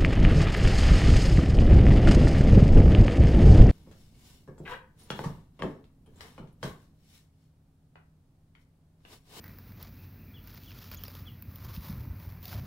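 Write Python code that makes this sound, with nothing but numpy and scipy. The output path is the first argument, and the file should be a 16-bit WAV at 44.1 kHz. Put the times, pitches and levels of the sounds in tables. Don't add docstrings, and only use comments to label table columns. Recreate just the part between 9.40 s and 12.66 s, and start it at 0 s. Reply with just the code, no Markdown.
import sys
import numpy as np
from scipy import signal
from scipy.fft import rfft, irfft
from scipy.io import wavfile

SR = 44100
rng = np.random.default_rng(int(sys.argv[2]) if len(sys.argv) > 2 else 0)


def to_wav(s):
    ch = np.atleast_2d(s).T
    pcm = np.round(np.clip(ch, -1, 1) * 32767)
    wavfile.write(sys.argv[1], SR, pcm.astype(np.int16))


N = 143766

# (frequency [Hz], relative level [dB])
RUMBLE_COLOUR = [(31, -16.5), (44, 2), (70, -4.5), (115, -1), (230, -8), (310, -15), (450, -25.5),
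                 (800, -34.5)]
HISS_COLOUR = [(200, -12.5), (450, 1.5), (780, -2.5), (1000, -1.5), (2500, -1), (3100, -12), (4000, -8),
               (5000, -8.5), (6500, -16), (8400, -33.5), (10000, -20.5), (12000, -8), (15000, 3)]
MICROPHONE_COLOUR = [(60, -9), (500, 8), (8000, -19.5), (14500, 9.5), (16000, -36)]
# (time [s], level [dB])
HUM_LEVELS = [(.42, -56), (.52, -50.5), (1.15, -57.5), (1.67, -49.5)]

# (frequency [Hz], relative level [dB])
BODY_BAND = [(150, -25.5), (330, 1), (560, 6), (760, 0.5), (1000, 5.5), (1500, 3), (2300, 0), (3000, -14.5),
             (4500, -40)]
CRISP_BAND = [(1500, -24), (2600, -5), (5100, -3), (6300, -9), (7300, -14.5), (8400, -28.5), (10000, -42.5)]
FIZZ_BAND = [(7000, -85), (8500, -23), (10300, -7), (11500, -5.5), (13000, 0.5), (14300, 2.5), (15300, 4.5),
             (16000, -32)]
# (time [s], fizz level [dB], crisp level [dB], body level [dB], ring pitch [Hz])
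DRY_SNAPS = [(0.0405, -43, -53, -48, 1880), (0.0788, -45.5, -54.5, -56, 1800),
             (0.185, -41.5, -58, -44, 5060), (0.3195, -52, -58.5, -52, 2270), (0.4265, -36, -46, -75, 4830),
             (1.0728, -44, -58, -47, 5230), (1.1451, -45, -57, -51, 2030), (1.1556, -60, -54, -59, 5900),
             (1.1749, -48, -49, -50, 2090), (1.306, -50, -51, -47, 2750), (1.316, -58, -47.5, -47, 2500),
             (1.387, -50, -47.5, -50, 3370), (1.428, -50, -49.5, -58, 4200),
             (1.5139, -37.5, -46, -38, 2380), (1.5362, -53, -58, -44, 1880), (1.5445, -36, -48, -48, 2440),
             (1.6357, -31.5, -42, -39.5, 3180), (1.6802, -39.5, -48, -38, 4960),
             (2.0229, -37, -57.5, -47, 2540), (2.1575, -38, -52.5, -61, 5080),
             (2.349, -43, -47.5, -67, 3500), (2.3629, -55, -43, -64, 4740), (3.028, -42, -61, -72, 2000),
             (3.0539, -36, -41.5, -56, 3650), (3.079, -41, -44, -66, 4940), (3.127, -48, -47, -34, 1460)]
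# (gain [dB], fade time [s])
SNAP_RESPONSE = [(-8.5, 0.0034), (-2, 0.0026), (1, 0.0013)]
# (time [s], strength [dB])
TWIG_TAPS = [(0.041, -50.5), (0.06, -61.5), (0.078, -64)]
# (pitch [Hz], relative level [dB])
TWIG_TONES = [(1590, -4), (1900, -4), (2210, -9)]
# (start [s], length [s], body level [dB], crisp level [dB], fizz level [dB])
LEAF_STROKES = [(0.046, 0.067, -62.5, -70, -64), (0.116, 0.23, -71, -74.5, -71),
                (0.386, 0.084, -61, -63, -66), (0.47, 0.19, -73, -71.5, -69.5), (1.055, .14, -67, -65, -64),
                (1.216, 0.097, -76, -64, -63.5), (1.34, 0.16, -63.5, -60.5, -60.5),
                (1.512, 0.042, -59, -56, -56.5), (1.581, 0.23, -63, -62.5, -60),
                (1.792, 0.11, -69.5, -74.5, -71), (2.102, 0.089, -68, -71.5, -66),
                (2.197, 0.14, -60, -62, -59.5), (2.341, 0.04, -56.5, -55, -50.5),
                (2.416, 0.096, -58, -58, -53.5), (2.457, 0.18, -61.5, -68, -62),
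                (2.62, 0.38, -65, -77, -70), (2.793, 0.13, -67, -68, -63), (3.051, 0.072, -58, -57, -54),
                (3.096, 0.036, -55, -52, -49.5), (3.134, 0.06, -53.5, -57, -56.5),
                (3.194, 0.11, -63, -67.5, -66)]
# (time [s], pitch [Hz])
HOLLOW_PITCH = [(.15, 1950), (.4, 594), (1.1, 1430), (2.3, 1100), (2.8, 930), (3.12, 680)]

# (start [s], length [s], top pitch [Hz])
FAR_NOTES = [(0.578, 0.046, 2710), (.775, 0.048, 2750), (0.844, 0.068, 2430)]
# (start [s], strength [dB])
NEAR_CHIRPS = [(0.929, -58.5), (1.243, -59.5), (1.55, -60.5), (1.846, -57)]
# (time into the chirp [s], pitch [Hz])
CHIRP_ARCH = [(0, 2500), (.008, 3120), (.017, 3420), (.029, 3360), (.042, 2970), (.057, 2730)]
# (start [s], length [s], first pitch [Hz], top pitch [Hz], place of top [0-1], level [dB])
THIN_SQUEAKS = [(1.517, .01, 3900, 5300, .55, -56), (1.564, .023, 4600, 6850, .4, -58),
                (1.65, .019, 3950, 5600, .75, -55)]

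# (time [s], level [dB], pitch [Hz])
CAMERA_BUMPS = [(1.824, -33, 93), (2.089, -32, 80), (2.217, -35.5, 105), (2.259, -33, 89),
                (2.283, -33.5, 116), (2.38, -31.5, 170), (2.392, -27.5, 61), (2.503, -31.5, 187),
                (2.518, -29.5, 108), (2.538, -39, 127), (2.59, -27.5, 66), (2.616, -36, 86),
                (2.677, -31.5, 98), (2.712, -26.5, 75.6), (2.77, -34, 95), (2.88, -29.5, 73),
                (3.162, -27.5, 82), (3.192, -25, 94.3)]
# (time [s], level [dB])
GRIP_LEVELS = [(2.0, -95), (2.25, -43.5), (2.45, -54.5), (2.53, -38.5), (2.72, -44), (2.82, -52),
               (3.08, -54.5), (3.17, -41.5)]
# (frequency [Hz], relative level [dB])
GRIP_RUMBLE = [(20, -16.5), (45, -1.5), (70, -8), (120, 0.5), (200, -12.5), (300, -21.5), (600, -37.5)]

LEAF_BANDS = (BODY_BAND, CRISP_BAND, FIZZ_BAND)


def amp(db):
    return 10 ** (np.asarray(db) / 20)


def unit(x):
    return x / np.sqrt(np.mean(x ** 2) + 1e-20)


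def add(mix, start, sound):
    part = mix[max(round(start * SR), 0):][:len(sound)]
    part += sound[:len(part)]


def level(points):
    return amp(np.interp(np.arange(N) / SR, *np.transpose(points)))


def colour(x, points):
    freqs, db = np.transpose(points)
    hz = abs(np.fft.fftfreq(2 * N, 1 / SR))
    curve_db = np.interp(np.log(hz + 1), np.log(np.append(freqs, freqs[-1] * 2)), np.append(db, -90))
    response = np.exp(np.conj(signal.hilbert(np.log(amp(curve_db)))))
    response /= np.sqrt(np.mean(abs(response) ** 2))
    return irfft(rfft(x, 2 * N) * response[:N + 1])[:N]


def noise(points):
    return unit(colour(rng.standard_normal(N), points))


def drift(seconds):
    smoothing = np.exp(-(np.fft.rfftfreq(N, 1 / SR) * seconds) ** 2)
    return unit(irfft(rfft(rng.standard_normal(N)) * smoothing, N))


def resonate(x, hz, width_hz):
    turn = np.exp(2j * np.pi * np.cumsum(hz) / SR)
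    r = np.exp(-np.pi * width_hz / SR)
    return 2 * (turn * signal.lfilter([(1 - r) ** 2], [1, -2 * r, r * r], x / turn)).real


def whistle(hz):
    swell = np.sqrt(2 * np.sin(np.pi * np.arange(len(hz)) / len(hz)))
    return swell * np.sin(2 * np.pi * np.cumsum(hz) / SR)


def background(hum_hz=91.45, waver=0.025):
    pitch = hum_hz * (1 + waver * drift(seconds=0.084))
    hum = np.sqrt(2) * np.sin(2 * np.pi * np.cumsum(pitch) / SR)
    return amp(-50) * noise(RUMBLE_COLOUR) + amp(-61.5) * noise(HISS_COLOUR) + level(HUM_LEVELS) * hum


def snaps(rise_s=0.0011, ring_s=0.0022, tail_s=0.008, tail_db=-37):
    t, out = np.arange(SR // 20) / SR, np.zeros(N)
    rise = np.minimum(t / rise_s, 1) ** 4
    after = np.maximum(t - rise_s, 0)
    tail = amp(tail_db) * np.exp(-after / tail_s)
    for k, (band, (gain_db, fade_s)) in enumerate(zip(LEAF_BANDS, SNAP_RESPONSE)):
        shape = rise * (np.exp(-after / fade_s) + tail)
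        force = np.zeros(N)
        for start, *levels, _ in DRY_SNAPS:
            add(force, start, amp(levels[2 - k] + gain_db) * shape)
        even_noise = np.sqrt(2) * np.cos(np.angle(signal.hilbert(noise(band))))
        out += unit(colour(force * even_noise, band)) * np.sqrt(np.mean(force ** 2))
    for start, _, crisp_db, body_db, hz in DRY_SNAPS:
        ring = rise * np.exp(-after / ring_s) * np.sin(2 * np.pi * hz * t)
        add(out, start, amp((crisp_db + body_db) / 2) * ring)
    return out


def twig_taps(fade_s=0.0092):
    t, out = np.arange(SR // 10) / SR, np.zeros(N)
    ring = sum(amp(db) * np.sin(2 * np.pi * hz * t) for hz, db in TWIG_TONES) * np.exp(-t / fade_s)
    for start, db in TWIG_TAPS:
        add(out, start, amp(db) * ring)
    return out


def leaf_texture(crackles_per_s=580, spread_db=1, fade_s=0.0071, slide_share=0.38, clump_db=2):
    sizes = amp(spread_db * np.minimum(rng.exponential(1, N), 4))
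    clicks = sizes * (rng.random(N) < crackles_per_s / SR)
    crackle = signal.lfilter([1], [1, -np.exp(-2 / (fade_s * SR))], clicks ** 2)
    power = slide_share + (1 - slide_share) * crackle / crackle.mean()
    return unit(np.sqrt(power) * amp(clump_db * drift(seconds=0.016)))


def leaf_rustle(swell_s=0.019, release_s=0.013):
    t, power = np.arange(N) / SR, np.zeros((3, N))
    for start, length, *levels in LEAF_STROKES:
        swell = (1 + np.tanh((t - start) / swell_s)) / 2
        release = np.exp(-np.maximum(t - start - length + release_s, 0) / release_s)
        power += amp(levels)[:, None] ** 2 * swell * release
    strengths, texture = np.sqrt(power), leaf_texture()
    slide = sum(colour(strength * texture * rng.standard_normal(N), band)
                for strength, band in zip(strengths, LEAF_BANDS))
    hollow_hz = np.interp(t, *np.transpose(HOLLOW_PITCH))
    hollow = unit(resonate(texture * rng.standard_normal(N), hollow_hz, width_hz=260))
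    return slide + amp(-4) * strengths[0] * hollow + amp(-6) * leaf_ticks(strengths)


def leaf_ticks(strengths, ticks_per_s=100, spread_db=5, fade_s=0.0006):
    clicks = (rng.random(N) < ticks_per_s / SR) * amp(spread_db * np.minimum(rng.exponential(1, N), 2))
    bursts = signal.lfilter([1], [1, -np.exp(-1 / (fade_s * SR))], clicks)
    sizes = np.minimum(strengths, amp(-59))
    return sum(size * unit(colour(bursts * rng.standard_normal(N), band))
               for size, band in zip(sizes, LEAF_BANDS))


def birds(rise_s=0.024, echo_s=0.029, trees_fade_s=0.31, flutter_db=3.5):
    far, near = np.zeros(N), np.zeros(N)
    for start, length, top_hz in FAR_NOTES:
        progress = np.arange(0, 1, 1 / (length * SR))
        pitch = top_hz * (1 - 0.13 * np.cos(np.pi * progress) ** 2)
        add(far, start, amp(-67) * whistle(pitch))
    times, pitches = np.transpose(CHIRP_ARCH)
    age = np.arange(0, times[-1], 1 / SR)
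    chirp = whistle(np.interp(age, times, pitches)) * np.minimum(age / rise_s, 1)
    for start, db in NEAR_CHIRPS:
        add(near, start, amp(db) * chirp)
        add(near, start + echo_s, amp(db - 10) * chirp)
    t = np.arange(SR // 2) / SR
    trees = rng.standard_normal(len(t)) * amp(-60 * t / trees_fade_s)
    scatter = signal.fftconvolve(far + amp(-5) * near, trees / np.linalg.norm(trees))[:N]
    return near * amp(flutter_db * drift(seconds=0.018)) + scatter


def squeaks(flicker_db=2.5):
    out = np.zeros(N)
    for start, length, first_hz, top_hz, top_at, db in THIN_SQUEAKS:
        progress = np.arange(0, 1, 1 / (length * SR))
        arch = np.sin(np.pi / 2 * np.interp(progress, [0, top_at, 1], [0, 1, 0.5])) ** 2
        add(out, start, amp(db) * whistle(first_hz + (top_hz - first_hz) * arch))
    return out * amp(flicker_db * drift(seconds=0.004))


def camera_handling(rise_s=0.0044, fade_s=0.0042):
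    t, out = np.arange(-SR // 20, SR // 10) / SR, np.zeros(N)
    shape = np.where(t < 0, np.exp(-(t / rise_s) ** 2 / 2), 1 / np.cosh(t / fade_s))
    for time, db, hz in CAMERA_BUMPS:
        add(out, time + t[0], amp(db) * shape * np.sin(2 * np.pi * hz * t))
    return out + level(GRIP_LEVELS) * noise(GRIP_RUMBLE)


def scene():
    mix = background() + snaps() + twig_taps() + leaf_rustle() + birds() + squeaks() + camera_handling()
    microphone_noise = amp(-77) * noise(MICROPHONE_COLOUR)
    return np.array([mix + microphone_noise, mix - microphone_noise])


def record(dry, low_cut_hz=39.8, high_cut_hz=15850):
    low_cut = signal.butter(6, low_cut_hz, "highpass", fs=SR, output="sos")
    high_cut = signal.firwin(401, high_cut_hz, window=("kaiser", 8), fs=SR)
    return signal.oaconvolve(signal.sosfiltfilt(low_cut, dry), high_cut[None], "same")


dry = scene()
out = record(dry)
to_wav(out)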